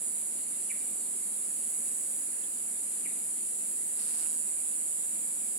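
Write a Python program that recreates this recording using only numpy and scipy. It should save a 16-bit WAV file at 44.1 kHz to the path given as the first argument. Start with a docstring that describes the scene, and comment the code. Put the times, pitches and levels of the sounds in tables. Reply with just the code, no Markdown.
"""A wooded river bank. A cicada buzzes as its two tymbals buckle in turn: a train of impulses, shaped by
the resonances of tymbal and abdomen and scattered by the foliage. A neighbour at almost the same rate
beats against it, and more drone further off. A bird gives two short falling chips, a hand rustles by
friction over a fish that it holds, and something ticks faintly. Beneath it all lie the low wash of the
open air and the hiss of the woods."""
import sys
import numpy as np
from scipy import signal
from scipy.fft import rfft, irfft, next_fast_len
from scipy.io import wavfile
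from scipy.ndimage import uniform_filter1d, map_coordinates

SR = 44100
rng = np.random.default_rng(int(sys.argv[2]) if len(sys.argv) > 2 else 0)


def materialize(psi):
    """Save the field psi as 16-bit PCM at rate SR to the path in sys.argv[1].

    A 1-D psi becomes a single channel; in a 2-D psi each row is a channel.
    """
    bounded = np.clip(np.atleast_2d(psi).T, -1, 1)
    quanta = np.round(bounded * 32767).astype(np.int16)
    wavfile.write(sys.argv[1], SR, quanta)


N = 246430

# Cycle rate of each tymbal of the near cicada, slowly rising: t/s, f/Hz
NEAR_RATE = [(0, 77.66), (.75, 77.87), (1.35, 77.98), (2.0, 78.0), (3.0, 78.19), (3.25, 78.21),
             (3.6, 78.36), (4.0, 78.45), (5.0, 78.88), (5.59, 79.04)]
# Its direct sound, which comes and goes with the cover in between: t/s, level/dB
DIRECT_LEVEL = [(0.0, -37.5), (0.17, -35.8), (0.42, -41), (0.65, -39.3), (0.9, -42), (1.4, -41.5),
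                (1.75, -36.5), (2.0, -38.3), (2.2, -38.5), (2.65, -41), (3.05, -37.5), (3.35, -37.5),
                (3.6, -39), (3.85, -36.8), (4.08, -33.3), (4.28, -31.4), (4.5, -35.3), (4.72, -35),
                (5.1, -37.3), (5.35, -40.5), (5.59, -39.5)]
# Base level shared by its echoes and all the other cicadas: t/s, level/dB
CHORUS_LEVEL = [(0, -36.5), (0.6, -36.5), (1.1, -36), (1.9, -35.5), (2.45, -37), (2.75, -36.2),
                (3.3, -36.5), (3.9, -36), (4.3, -35.5), (4.55, -35.5), (5.0, -35.5), (5.59, -35.5)]
def near_cicada(left_db=-5, scattered_db=-2, left_lag_samples=20):
    """Time and level differences place the direct clicks on the right; leaf echoes follow them."""
    song = tymbals(curve(NEAR_RATE) + .008 * wobble(5), jitter_us=5, gap_ms=.39)
    right = song * amp(curve(DIRECT_LEVEL))
    left = amp(left_db) * np.roll(right, left_lag_samples)
    echoes = foliage(song, t60=.088, sparse=1.6, patterns=12)
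    return np.array([left, right]) + echoes * amp(curve(CHORUS_LEVEL) + scattered_db)


# Resonances of tymbal and abdomen: f/Hz, relative level/dB
SONG_SPECTRUM = [(4500, -48), (6250, -36.5), (6700, -13), (7100, -6), (7450, -5.5), (7900, -0.5),
                 (8400, -1.5), (9000, 0.5), (9450, 1.5), (9900, -0.3), (10250, 0.1), (10600, -6),
                 (11050, -7.5), (11700, -15.5), (12400, -20), (13200, -23), (15700, -32.5)]
# The two tymbals: phase/cycles, relative level/dB
TYMBAL_PAIR = [(0, 0), (.505, -.5)]
def tymbals(rate, jitter_us, gap_ms, spread_db=.8, second_rib_db=-5.5):
    """Buckling excites resonance: two tymbals snap in turn, a little unevenly, two ribs to a snap."""
    phase = np.cumsum(rate) / SR + rng.random()
    cycles = np.arange(1, int(phase[-1]))
    train = np.zeros(N)
    for turn, side_db in TYMBAL_PAIR:
        snap = np.interp(cycles + turn, phase, np.arange(N))
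        for at, rib_db in ((snap, 0), (snap + gap_ms * SR / 1e3, second_rib_db)):
            late, size = rng.standard_normal((2, len(at)))
            train += impulses(at + late * jitter_us * SR / 1e6, amp(side_db + rib_db + spread_db * size))
    return coloured(train, SONG_SPECTRUM)


# Cycle rate of the neighbour, rising and falling back in turns: t/s, f/Hz
SECOND_RATE = [(0, 77.55), (1.15, 77.8), (1.28, 77.53), (2.2, 77.76), (3.15, 77.95), (3.25, 77.6),
               (3.7, 77.53), (5.59, 77.82)]
def neighbour(gain_db=-5, right_db=2.5):
    """Beating: a second cicada, heard only through the leaves, sings at almost the rate of the first."""
    song = tymbals(curve(SECOND_RATE) + .008 * wobble(5), jitter_us=5, gap_ms=.44)
    echoes = foliage(song, t60=.27, sparse=1.5, patterns=7)
    return echoes * amp(curve(CHORUS_LEVEL) + gain_db) * amp([[0], [right_db]])


# The distant singers: cycle rate f/Hz, relative level/dB, gap between ribs t/ms
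FAR_SINGERS = [(74.44, 3.5, 0.323), (81.8, 4.5, 0.441)]
def far_cicadas(buzz_db=-9, haze_db=-5, right_db=4):
    """Incoherent summation: two buzzes stand out deep in the trees, and many more merge into a hiss."""
    buzz = np.zeros((2, N))
    for rate, db, gap_ms in FAR_SINGERS:
        song = tymbals(rate + .05 * wobble(3), jitter_us=15, gap_ms=gap_ms)
        buzz += amp(db) * foliage(song, t60=.48, sparse=1.8, patterns=5)
    haze = coloured(rng.standard_normal((2, N)), SONG_SPECTRUM)
    chorus = amp(buzz_db) * unit(buzz) + amp(haze_db) * haze
    return chorus * amp(curve(CHORUS_LEVEL)) * amp([[0], [right_db]])


# The bird's chips: onset t/s, source level/dB, start f/Hz, end f/Hz, duration t/s
BIRD_CHIPS = [(.690, -38.6, 3000, 1680, .038), (3.044, -39.9, 3000, 1660, .034)]
# Resonances of throat and beak: f/Hz, gain/dB
THROAT_GAIN = [(1500, -18), (1850, -4), (2050, -5), (2300, -1), (2500, -7), (2700, -8), (2900, -4),
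               (3300, -22)]
def bird(swell=.9, rasp_hz=160, ground_db=-4.5, trees_db=-.5):
    """Source and filter: raspy falling sweeps cross the throat's resonances and linger in the trees."""
    calls = np.zeros(N)
    rasp = rasp_hz * wobble(1300)
    for onset, db, start_hz, end_hz, length in BIRD_CHIPS:
        progress = np.linspace(0, 1, int(length * SR))
        at = round(onset * SR) + np.arange(len(progress))
        pitch = start_hz + (end_hz - start_hz) * progress + rasp[at]
        envelope = np.abs(np.sin(np.pi * progress)) ** .5 * np.exp(-swell * np.abs(2 * progress - 1))
        calls[at] += amp(db) * np.sin(2 * np.pi * np.cumsum(pitch) / SR) * envelope
    calls = filtered(calls, lambda hz: amp(along(THROAT_GAIN, hz)))
    ground = amp(ground_db) * scatter(calls, t60=.08)
    trees = amp(trees_db) * scatter(calls, t60=.6)
    return calls + ground + trees


# Skin catching on scales: f/Hz, relative level/dB
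SCALE_SPECTRUM = [(100, -30), (600, -3), (1500, -3.5), (2600, -6.5), (3600, -1), (4700, 4.5), (5900, -1),
                  (7000, -0.5), (12000, -16)]
# Skin rubbing on skin: f/Hz, relative level/dB
SKIN_SPECTRUM = [(100, -32), (500, -17), (820, 5), (1120, -4), (1520, 5.5), (2100, -9), (2800, 4.5),
                 (3400, -9), (7000, -13)]
# Strokes of the hand on the fish: onset t/s, duration t/s, level/dB, dull share of the power (0-1)
HAND_STROKES = [(.295, .04, -58.5, .15), (3.95, .25, -50.6, .1), (4.185, .08, -53.8, .7),
                (4.27, .08, -57.5, .05)]
def hand(grip_s=.045, ease_db_per_s=6, release_t60=.2):
    """Friction: skin slides over scales in small uneven catches, or rubs more dully."""
    crisp, dull = wash(SCALE_SPECTRUM), wash(SKIN_SPECTRUM)
    rubbing = np.zeros((2, N))
    for onset, length, db, share in HAND_STROKES:
        age = np.maximum(np.arange(N) / SR - onset, 0)
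        release_db = -60 * np.maximum(age - length, 0) / release_t60
        envelope = np.minimum(age / grip_s, 1) * amp(db - ease_db_per_s * age + release_db)
        rubbing += envelope * (np.sqrt(1 - share) * crisp + np.sqrt(share) * dull)
    catches = amp(2 * wobble(220))
    return rubbing * unit(catches)


# Resonance of the tick: f/Hz, relative level/dB
TICK_SPECTRUM = [(1500, -45), (2700, -16), (3100, -1), (3500, 0), (4100, -22), (8000, -50)]
def tick(onset_s=2.438, level_db=-50.5, t60=.07):
    """Exponential decay of a band of noise: one faint dry tick, perhaps a twig."""
    age = np.arange(N) / SR - onset_s
    decay = amp(-60 * np.abs(age) / t60)
    return amp(level_db) * decay * (age >= 0) * wash(TICK_SPECTRUM)


# Low wash of the open air: f/Hz, relative level/dB
AIR_SPECTRUM = [(15, -68), (25, -52), (96, -27.5), (124, -20), (157, -10.5), (179, -6), (198, 0.8),
                (264, -2), (313, -4), (416, -5.5), (453, -7.5), (634, -8), (1090, -12.5), (1400, -16),
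                (1820, -31), (3080, -120)]
# Its slow rise and fall: t/s, level/dB
AIR_SWELL = [(0, -55.6), (0.65, -55.3), (1.0, -54), (1.2, -56), (1.6, -55.2), (2.4, -56), (2.98, -55.8),
             (3.13, -53.3), (3.3, -56.5), (3.9, -56), (4.1, -54.8), (4.7, -56.3), (5.25, -55.2),
             (5.59, -55.6)]
# Hiss of the woods: f/Hz, relative level/dB
WOODS_SPECTRUM = [(100, -65), (1100, -9), (1650, 5.5), (2250, 6.5), (2750, 4.5), (3400, 3), (4600, 6),
                  (5800, 0), (9000, -4.5), (13000, 0), (15000, 1.5), (15800, -12.5)]
def open_air(hiss_db=-56):
    """Ambient noise: the low wash of the river valley and the faint hiss of the woods."""
    low = amp(curve(AIR_SWELL)) * wash(AIR_SPECTRUM)
    hiss = patchy(wash(WOODS_SPECTRUM), depth_db=1.6)
    return low + amp(hiss_db) * hiss


# Likeness of left and right: f/Hz, correlation coefficient
CORRELATION = [(40, 1), (130, 0.76), (280, 0.62), (550, 0.33), (1000, -0.35), (2000, 0.071), (5000, -0.014)]
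def wash(spectrum):
    """Diffuse field: noise arrives from all around, so left and right agree only in the bass."""
    def weights(hz):
        angle = np.arccos(along(CORRELATION, hz)) / 2
        return np.array([np.cos(angle), np.sin(angle)])
    mid, side = filtered(rng.standard_normal((2, N)), weights)
    return coloured(np.array([mid + side, mid - side]), spectrum)


def foliage(x, t60, sparse, patterns):
    """Multipath scattering: as things move, one echo pattern fades into the next, at a steady rms of 1."""
    place = np.linspace(0, patterns - 1, N)
    fades = (np.cos(np.pi / 2 * np.clip(place - k, -1, 1)) for k in range(patterns))
    echoes = sum(fade * scatter(x, t60, sparse) for fade in fades)
    return echoes / np.sqrt(uniform_filter1d(echoes ** 2, size=SR // 5, axis=1))


def scatter(x, t60, sparse=1):
    """Reverberation: stereo echoes of even colour fall 60 dB in t60 s; with sparse > 1 a few stand out."""
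    t = np.arange(SR // 2) / SR
    paths = rng.standard_normal((2, len(t)))
    response = rfft(np.sign(paths) * np.abs(paths) ** sparse * amp(-60 * t / t60))
    colour = np.sqrt(uniform_filter1d(np.abs(response) ** 2, size=50, axis=1))
    return signal.fftconvolve(x[None], irfft(response / colour), axes=1)[:, :N]


def patchy(x, depth_db):
    """Random amplitude modulation: each band of a noise swells and fades on its own."""
    bands = signal.stft(x, nperseg=512)[2]
    swells = uniform_filter1d(rng.standard_normal(bands.shape[1:]), size=4, axis=0)
    swells = uniform_filter1d(swells, size=14, axis=1)
    return unit(signal.istft(bands * amp(depth_db * unit(swells)), nperseg=512)[1][:, :N])


def impulses(at, sizes):
    """Band-limited interpolation: a windowed sinc places each impulse between samples."""
    taps = np.floor(at).astype(int)[:, None] + np.arange(-7, 9)
    offset = taps - at[:, None]
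    shape = np.sinc(offset) * np.cos(np.pi * offset / 16) ** 2
    return np.bincount(np.clip(taps, 0, N).ravel(), (sizes[:, None] * shape).ravel(), N + 1)[:N]


def coloured(x, spectrum):
    """Spectral shaping by (f/Hz, level/dB) points, scaled to rms 1."""
    return unit(filtered(x, lambda hz: amp(along(spectrum, hz))))


def filtered(x, response):
    """Linear filtering: the spectrum of x times a frequency response."""
    size = next_fast_len(N + SR // 2)
    return irfft(rfft(x, size) * response(np.fft.rfftfreq(size, 1 / SR)), size)[..., :N]


def wobble(rate):
    """Smooth random fluctuation, with rate knots a second."""
    return map_coordinates(rng.standard_normal(int(N * rate / SR) + 4), [np.arange(N) * rate / SR])


def curve(rows):
    """Linear interpolation of (t/s, value) rows at every sample."""
    return np.interp(np.arange(N) / SR, *np.transpose(rows))


def along(points, hz):
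    """Interpolation of (f/Hz, value) points on a logarithmic frequency axis."""
    f, values = np.transpose(points)
    return np.interp(np.log(hz + 1), np.log(f + 1), values)


def unit(x):
    """Normalisation to rms 1."""
    return x / np.sqrt(np.mean(x ** 2) + 1e-20)


def amp(db):
    """Amplitude ratio of a level in decibels."""
    return 10 ** (np.asarray(db) / 20)


def scene():
    """Superposition: the sound pressures of all sources on the bank add."""
    return near_cicada() + neighbour() + far_cicadas() + bird() + hand() + tick() + open_air()


TOP_HZ = 15780
def record(dry):
    """Band limiting: an ideal low-pass filter keeps nothing above TOP_HZ."""
    return filtered(dry, lambda hz: hz < TOP_HZ)


dry = scene()
out = record(dry)
materialize(out)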